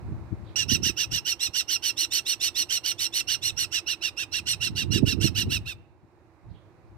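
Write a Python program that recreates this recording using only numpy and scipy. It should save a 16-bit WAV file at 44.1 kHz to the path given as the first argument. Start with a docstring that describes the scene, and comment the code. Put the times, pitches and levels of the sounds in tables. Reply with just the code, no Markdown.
"""Falcon chattering in a windy pen

A falcon gives 36 harsh notes that rise and fall, about seven a second, then stops. The two sides
of its voice box (the syrinx) mix into a rasp; in many notes the lower side breaks into a whistle.
Gusts thump on the microphone openings, over a quiet yard with a faint hum and a few far peeps."""
import sys
import numpy as np
from scipy import signal
from scipy.fft import rfft, irfft
from scipy.io import wavfile
from scipy.ndimage import uniform_filter1d

SR = 44100
rng = np.random.default_rng(int(sys.argv[2]) if len(sys.argv) > 2 else 0)


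def pcm_store(signal):
    """Save signal as 16-bit PCM."""
    levels = np.round(np.clip(np.atleast_2d(signal), -1, 1) * 32767)
    wavfile.write(sys.argv[1], SR, levels.astype(np.int16).T)


N = 307377
TIME = np.arange(N) / SR

# Tone of the yard's distant wash: frequency_hz, relative_db
YARD_SPECTRUM = [(35, -48.5), (60, -5.5), (102, -5.5), (178, -15), (276, -11), (339, -15), (428, -11.5),
                 (916, -11), (1490, -20), (2470, -23.5), (3190, -36.5), (3930, -31.5), (4620, -34.5),
                 (15000, -49)]
# Level of the background noise, which dips briefly just after the call ends: time_s, relative_db
BACKGROUND_LEVEL = [(0, -58), (1.44, -62), (4.23, -61.5), (5.5, -60), (5.96, -71), (6.15, -68),
                    (6.74, -65.5), (6.97, -66)]
# How alike the wash is on the left and right: frequency_hz, likeness_0_to_1
YARD_LIKENESS = [(60, 0.14), (130, 0.46), (300, 0.74), (700, 0.743), (1400, 0.47), (3000, 0.033)]
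# Small birds far away: start_s, length_s, level_db, from_hz, to_hz
FAR_PEEPS = [(0.429, 0.11, -66, 3930, 3530), (6.479, 0.062, -76.5, 4320, 3770),
             (6.518, .09, -72, 3660, 3100), (6.861, 0.04, -86, 4400, 4580)]
# Tone of wind hitting the microphone: frequency_hz, relative_db
WIND_SPECTRUM = [(15, -54), (25, -16), (52, -5), (108, 2.5), (145, -6.5), (227, -6.5), (257, -10),
                 (314, -7), (400, -15), (531, -31), (1000, -61.5), (1300, -70), (2200, -120)]
# Gusts that swell and die away: peak_s, level_db, left_minus_right_db, rise_s, fall_s
WIND_GUSTS = [(.1, -27.5, 2, 0.15, 0.21), (.36, -33.5, 14, 0.42, 0.34), (0.739, -24.5, -26, 0.21, 0.25),
              (1.13, -31, 20, 0.13, 0.095), (3.57, -38, -24, .55, 0.29), (4.71, -36, 8, 0.21, .25),
              (5.03, -20.5, -11, 0.42, 0.46), (5.23, -20.5, -25, 0.54, 0.14), (5.47, -22.5, -2, 0.2, 0.2),
              (5.6, -35, 3, 0.086, 0.28), (6.488, -36, -9, 0.072, 0.17), (6.93, -46, 7, 0.32, .3)]
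# Single hard knocks of wind: middle_s, level_db, left_minus_right_db, half_length_s
WIND_THUMPS = [(0.123, -30, -20, .02), (0.329, -23.5, 21, 0.021), (0.725, -19.5, -22, 0.02),
               (0.807, -31, 16, .014), (0.831, -26.5, -29, 0.0137), (0.867, -25, -25, 0.014),
               (0.901, -27.5, -20, .02), (1.131, -29, 30, 0.019), (1.493, -38, -15, 0.02),
               (2.609, -46, 17.5, 0.029), (4.403, -44.5, 16, 0.013), (4.466, -39.5, -26, 0.015),
               (4.962, -15, -21, 0.016), (5.036, -6.5, -29, .018), (5.249, -12.5, -25.5, 0.01773),
               (5.475, -28.5, 15.5, .012), (6.044, -49.5, 23, 0.024)]
# Time the echo's tail takes to fade by 60 dB: frequency_hz, fade_s
ECHO_FADE = [(1000, 0.95), (3000, 0.48), (6000, 0.19), (14000, 0.25)]
# The falcon's notes: start_s, level_db, high_side_pitch_hz, whistle_amount_0_to_1
FALCON_NOTES = [(.557, -26, 2887, 0), (.686, -24, 2874, 0.17), (.827, -25.5, 2856, 0.12),
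                (.969, -27, 2837, 0.04), (1.112, -28, 2872, 0.12), (1.253, -27.5, 2918, 0.34),
                (1.398, -27.5, 2870, 0.63), (1.538, -26.5, 2910, 0.37), (1.684, -26.5, 2948, 0.47),
                (1.826, -27, 2970, 0.43), (1.971, -26.5, 2960, 0.66), (2.112, -26, 3010, 0.62),
                (2.258, -27, 2981, 0.64), (2.404, -26.5, 2993, 0.77), (2.551, -26.5, 2960, 0.77),
                (2.695, -27, 3005, 0.61), (2.841, -28, 2995, 0.45), (2.986, -28, 2980, 0.62),
                (3.13, -27.5, 2965, 0.62), (3.277, -26.5, 2923, 0.27), (3.422, -27.5, 2915, 0.8),
                (3.57, -27.5, 2892, 0.58), (3.717, -28, 2852, 0.08), (3.867, -28.5, 2790, .2),
                (4.016, -29, 2780, 0.09), (4.17, -31.5, 2710, 0.02), (4.321, -29.5, 2817, 0.21),
                (4.463, -27, 2887, 0.52), (4.606, -28, 2831, 0.24), (4.757, -29, 2808, 0.04),
                (4.912, -28, 2823, 0.01), (5.057, -28, 2840, .15), (5.206, -27.5, 2883, 0.35),
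                (5.352, -27, 2883, 0.13), (5.498, -28.5, 2830, 0.06), (5.656, -37, 2706, 0)]
# Loudness through a note, whose main part runs from progress 0 to 1: progress, relative_db
NOTE_SWELL = [(-.13, -37), (-.02, -14.5), (.11, -1), (.26, 2.3), (.46, 5), (.7, 2.64), (.88, 0.9),
              (.99, -6.5), (1.1, -33)]
# Tones made by mixing the two sides' pitches: high_multiple, low_multiple, rasp_db, whistle_db
MIXED_TONES = [(1, 0, 1.5, -4.5), (0, 1, -9, -19), (0, 2, -7, 4), (1, 1, -2.5, -19.5), (2, -1, -2.5, -9),
               (2, 0, -9, -5), (0, 4, -10, -0.5), (1, 2, -4, -3.5), (2, 1, -8.5, -26), (2, 2, -7, -7),
               (3, 0, -14.5, -14.5), (1, 4, -30, 0.5), (0, 6, -30, -1.5), (3, 2, -9, -16.5),
               (4, 1, -10, -17.5)]
# Tone of the bird at the microphone: frequency_hz, left_db, right_db, left_lead_radians
VOICE_COLOUR = [(1226, -34, -15, 0.41), (1944, -21, -12.5, 4.75), (2430, -24.5, -13.5, 1.1),
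                (2824, -18, -8.5, 0.2), (2943, -18, -11, 1.09), (4400, -21.5, -16, 1.65),
                (5063, -20.5, -11.5, 0.31), (5640, -26, 0, 2.4), (6674, -25, -22.5, 4.46),
                (7126, -23, -23.5, 4.9), (8580, -14, -15.5, 3.02), (9330, -47.5, -23.5, 3.3),
                (10140, -64, -34.5, 5.8), (10953, -28.5, -38.5, 3.9), (12330, -29.5, -28.5, 6.5),
                (14220, -29.5, -27, 7.8)]
# A shrill ring near 5.8 kHz that fades as the call goes on: time_s, boost_db
SHRILL_BOOST = [(.55, 1), (1.4, 0), (2.6, -1.3), (3.6, -2), (4.3, -4), (5.7, -6)]
# The voice's thin top edge near 14 kHz: time_s, boost_db
EDGE_BOOST = [(.55, 2.5), (.8, 5.5), (1.1, 7), (1.6, 1), (3.0, -2), (4.5, -4), (5.7, 6)]

USUAL_HIGH_HZ, USUAL_LOW_HZ, USUAL_LENGTH_S, USUAL_DB = 2902, 1808, 0.085, -26.5  # an average note


def amp(db):
    """Turns decibels into a number to multiply by."""
    return 10 ** (np.asarray(db) / 20)


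def unit_level(x):
    """Scales a signal to an average (rms) level of 1."""
    return x / np.sqrt(np.mean(x ** 2) + 1e-20)


def curve_at(points, x):
    """Reads a two-column table along straight lines between its rows."""
    return np.interp(x, *np.transpose(points))


def spectrum_at(points, hz):
    """Reads a frequency table, giving each octave equal room."""
    f, value = np.transpose(points)
    return np.interp(np.log(hz + 1), np.log(f + 1), value)


def add(mix, start_s, sound):
    """Adds a stereo sound to the mix at start_s."""
    part = mix[:, max(round(start_s * SR), 0):][:, :sound.shape[-1]]
    part += sound[..., :part.shape[-1]]


def wander(size, hz):
    """A smooth random wobble of level 1, moving up to about hz times a second."""
    f = np.fft.rfftfreq(size, 1 / SR)
    return unit_level(irfft(rfft(rng.standard_normal(size)) / (1 + (f / hz) ** 4), size))


def shaped_noise(spectrum, size):
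    """Two unrelated noises with this spectrum."""
    f = np.fft.rfftfreq(size, 1 / SR)
    return unit_level(irfft(rfft(rng.standard_normal((2, size))) * amp(spectrum_at(spectrum, f)), size))


def pan(left_minus_right_db):
    """Left and right gains whose powers add up to 1."""
    left = 1 / (1 + amp(-left_minus_right_db) ** 2)
    return np.sqrt([left, 1 - left]).reshape(2, -1)


def soft_switch(is_on, samples):
    """Turns on/off into short fades between 1 and 0."""
    return uniform_filter1d(1. * is_on, size=samples)


def yard(gain_db=1, hum_hz=335, hum_width_hz=28, hum_db=2):
    """A distant outdoor wash with a soft, blurred hum in it."""
    f = np.fft.rfftfreq(N, 1 / SR)
    shared, separate = rfft(rng.standard_normal((2, N)))
    alike = np.clip(spectrum_at(YARD_LIKENESS, f), 0, 1)
    right = alike * shared + np.sqrt(1 - alike ** 2) * separate
    spectrum = np.array([shared, right]) * amp(spectrum_at(YARD_SPECTRUM, f))
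    midrange_level = np.std(irfft(spectrum * ((f > 600) & (f < 1100)), N))
    wash = irfft(spectrum, N) / midrange_level
    hum = unit_level(irfft(shared / (1 + ((f - hum_hz) / hum_width_hz) ** 2), N))
    level = amp(curve_at(BACKGROUND_LEVEL, TIME) + gain_db)
    return level * np.sqrt(2) * pan(-6) * (wash + amp(hum_db) * hum)


def pen_echo(sound, near_db=-11.5, near_fade_s=0.065, tail_db=-29, trees_db=-31, trees_s=0.26):
    """Quick bounces off ground and fence, a weak tail, and a soft late echo from the trees."""
    size = SR // 2
    t = np.arange(size) / SR
    bounces = rng.standard_normal((2, size)) * (rng.random((2, size)) < 2500 / SR)
    near = bounces * amp(-60 * t / near_fade_s) * (t > .002)
    hz, frame_s, bands = signal.stft(bounces, SR, nperseg=256)
    fade = amp(-60 * frame_s / spectrum_at(ECHO_FADE, hz)[:, None])
    tail = signal.istft(bands * fade, SR, nperseg=256)[1][:, :size]
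    trees = np.diff(tail, prepend=0) * np.exp(-((t - trees_s) / 0.16) ** 2)
    echo = amp(near_db) * unit_level(near) + amp(tail_db) * unit_level(tail)
    echo += amp(trees_db) * unit_level(trees)
    return signal.fftconvolve(sound, echo / np.sqrt(size), axes=1)[:, :N]


def far_birds(blur=0.14):
    """Thin sliding peeps, blurred by distance."""
    out = np.zeros((2, N))
    for start_s, length_s, db, from_hz, to_hz in FAR_PEEPS:
        size = int(length_s * SR)
        hz = np.linspace(from_hz, to_hz, size) * (1 + blur * wander(size, 700))
        peep = unit_level(np.sin(2 * np.pi * np.cumsum(hz) / SR) * np.hanning(size))
        add(out, start_s, amp(db) * pan(-12) * peep)
    return out + pen_echo(out, near_db=-21.5, near_fade_s=0.086, tail_db=2)


def wind_strength(breeze_db=9, drop_db=19):
    """A breeze plus gusts; each gust is drop_db weaker rise_s before its peak and fall_s after."""
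    power = (amp(curve_at(BACKGROUND_LEVEL, TIME) + breeze_db) * pan(-5.5)) ** 2
    for peak_s, db, pan_db, rise_s, fall_s in WIND_GUSTS:
        from_peak = np.maximum((peak_s - TIME) / rise_s, (TIME - peak_s) / fall_s)
        power += (amp(db - drop_db * from_peak) * pan(pan_db)) ** 2
    return np.sqrt(power)


def wind(lumpy_db=3, dull_hz=190, half_bright_db=-31):
    """Swirls of air push on each microphone opening; weak ones are dull, strong ones brighter."""
    strength = wind_strength()
    bright = shaped_noise(WIND_SPECTRUM, N)
    dull = unit_level(signal.sosfiltfilt(signal.butter(2, dull_hz, fs=SR, output="sos"), bright))
    force = np.clip(0.5 + (20 * np.log10(strength) - half_bright_db) / 18, 0, 1)
    lumps = unit_level(amp(lumpy_db * np.array([wander(N, 35), wander(N, 52)])))
    return strength * lumps * (force * bright + (1 - force) * dull)


def thumps(cutoff_hz=520):
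    """Short, hard swirls hit mostly one opening with a dull thud."""
    out = np.zeros((2, N))
    for middle_s, db, pan_db, half_length_s in WIND_THUMPS:
        size = int(2 * half_length_s * SR)
        noise = shaped_noise(WIND_SPECTRUM, SR // 4)[0, :size]
        puff = unit_level(noise * np.hanning(size) ** 2) * np.sqrt(.5)
        add(out, middle_s - half_length_s, amp(db) * pan(pan_db) * puff)
    return signal.sosfiltfilt(signal.butter(2, cutoff_hz, fs=SR, output="sos"), out)


def wind_on_microphone(limit=.42, lowest_hz=55, highest_hz=750):
    """Wind and thumps together; the openings pass only so much pressure, and only its low rumble."""
    highpass = signal.butter(2, lowest_hz, "highpass", fs=SR, output="sos")
    pressure = signal.sosfilt(highpass, wind() + thumps())
    squashed = limit * np.tanh(pressure / limit)
    return signal.sosfiltfilt(signal.butter(2, highest_hz, fs=SR, output="sos"), squashed)


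def side_pitches(progress, high_hz, low_hz, whistle, high_sag=.125, low_sag=.33, whistle_sag=.22,
                 whistle_leap=1.2, lock_until=.26, lock_again=.86):
    """Each side's pitch arches; at a note's soft ends, unless whistling, they lock an octave apart."""
    size = len(progress)
    locked_start = soft_switch(progress < lock_until, 80) * (1 - whistle)
    locked = locked_start + soft_switch(progress > lock_again, 80) * (1 - whistle)
    inside = np.clip(progress, 0, 1)
    from_middle = 2 * (inside - .5)
    start_lift = 1 + locked_start * (.065 + .0407 * inside / lock_until)
    waver = 1 + .0151 * wander(size, 48.9)  # shared by both sides
    high = high_hz * (1 - high_sag * from_middle ** 2) * start_lift
    high *= waver * (1 + .00992 * wander(size, 660))
    rasp_arch = 1 - low_sag * from_middle ** 2
    whistle_arch = whistle_leap * (1 - whistle_sag * abs(2 * (inside - .51)) ** 1.7)
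    low = low_hz * (rasp_arch + whistle * (whistle_arch - rasp_arch))
    low *= waver * (1 + .01 * (1 - .6 * whistle) * wander(size, 600))
    low += locked * (high / 2 - low)
    return high, low, locked


def membrane_noise(whistle, locked, high_hz, rasp_db=4, whistle_db=2.2, db_per_octave=30):
    """The voice box's thin skins slap in uneven, hissy spurts; slack, low notes are cleaner."""
    size = len(whistle)
    spurts = unit_level(rng.standard_normal(size) * amp(3 * wander(size, 450)))
    hiss = signal.sosfilt(signal.butter(2, 2300, "highpass", fs=SR, output="sos"), spurts)
    db = rasp_db + whistle * (whistle_db - rasp_db) - .1 * locked
    return hiss * amp(db + db_per_octave * np.log2(high_hz / USUAL_HIGH_HZ))


def syrinx(progress, high_hz, low_hz, whistle_amount, flutter=.25, held_back_db=-4):
    """Two thin skins vibrate and shake each other, making sums and differences of their pitches."""
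    swell_db = curve_at(NOTE_SWELL, progress)
    begin = .66 - .65 * whistle_amount
    begun = (progress > begin) | (begin < .26)  # an early whistle takes over from the very start
    whistle = soft_switch(begun & (progress < begin + whistle_amount), 120)
    high, low, locked = side_pitches(progress, high_hz, low_hz, whistle)
    high_phase, low_phase = 2 * np.pi * np.cumsum([high, low], axis=1) / SR
    held_back = whistle * soft_switch(progress < .347, 120)  # the high side joins a whistle late
    tone = 0
    for high_multiple, low_multiple, rasp_db, whistle_db in MIXED_TONES:
        db = rasp_db + whistle * (whistle_db - rasp_db) + held_back_db * held_back * (high_multiple > 0)
        db += .49 * max(high_multiple + low_multiple / 2 - 2, 0) * swell_db  # high tones need pressure
        phase = high_multiple * high_phase + low_multiple * low_phase + 2 * np.pi * rng.random()
        tone += amp(db) * (1 + flutter * wander(len(progress), 150)) * np.cos(phase)
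    return amp(swell_db) * (tone + membrane_noise(whistle, locked, high_hz))


def throat_and_beak(source, shrill_db, treble_db, edge_db):
    """Throat and beak colour one note on its way to the two microphone openings."""
    source = np.pad(source * signal.windows.tukey(len(source), .06), (0, 512))
    f = np.fft.rfftfreq(len(source), 1 / SR)
    hz, *columns = np.transpose(VOICE_COLOUR)
    left_db, right_db, lead = (np.interp(f, hz, column) for column in columns)
    lead += .27 * rng.standard_normal() * np.sqrt(f / 5000)  # the head turns between notes
    paths = np.array([amp(left_db), amp(right_db) * np.exp(-1j * lead)])
    boost_db = shrill_db * np.exp(-((f - 5800) / 900) ** 2)
    boost_db += treble_db * np.clip((f - 6000) / 1500, 0, 1)
    boost_db += edge_db * np.exp(-((f - 14100) / 1100) ** 2)
    beak = amp(boost_db) / np.sqrt(1 + (1100 / (f + 1)) ** 8 + (f / 14800) ** 30)
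    return unit_level(irfft(rfft(source) * beak * paths, len(source)))


def falcon(burst_db=16, burst_s=0.0078, treble_db_per_octave=12.5):
    """The run of notes: tenser ones are higher, longer and brighter; louder ones are shriller."""
    out = np.zeros((2, N))
    for k, (start_s, db, high_hz, whistle_amount) in enumerate(FALCON_NOTES):
        tension = high_hz / USUAL_HIGH_HZ
        length_s = USUAL_LENGTH_S * tension ** 1.4
        low_hz = USUAL_LOW_HZ * tension ** .9
        progress = np.arange(NOTE_SWELL[0][0] if k else 0, NOTE_SWELL[-1][0], 1 / (length_s * SR))
        source = syrinx(progress, high_hz, low_hz, whistle_amount)
        shrill_db = curve_at(SHRILL_BOOST, start_s) + .46 * (db - USUAL_DB)
        treble_db = treble_db_per_octave * np.log2(tension)
        note = amp(db) * throat_and_beak(source, shrill_db, treble_db, curve_at(EDGE_BOOST, start_s))
        if k == 0:  # pent-up pressure lets the first note start at full strength
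            note *= amp(burst_db * np.exp(-np.arange(note.shape[1]) / (burst_s * SR)))
        add(out, start_s + progress[0] * length_s, note)
    return out


def scene():
    """The falcon and its echo, with wind, yard and far birds."""
    bird = falcon()
    return bird + pen_echo(bird) + wind_on_microphone() + yard() + far_birds()


def record(dry):
    """Cuts away the very highest treble, above 15.8 kHz."""
    lowpass = signal.firwin(511, 15800, window=("kaiser", 9), fs=SR)
    return signal.oaconvolve(dry, lowpass[None], "same")


dry = scene()
out = record(dry)
pcm_store(out)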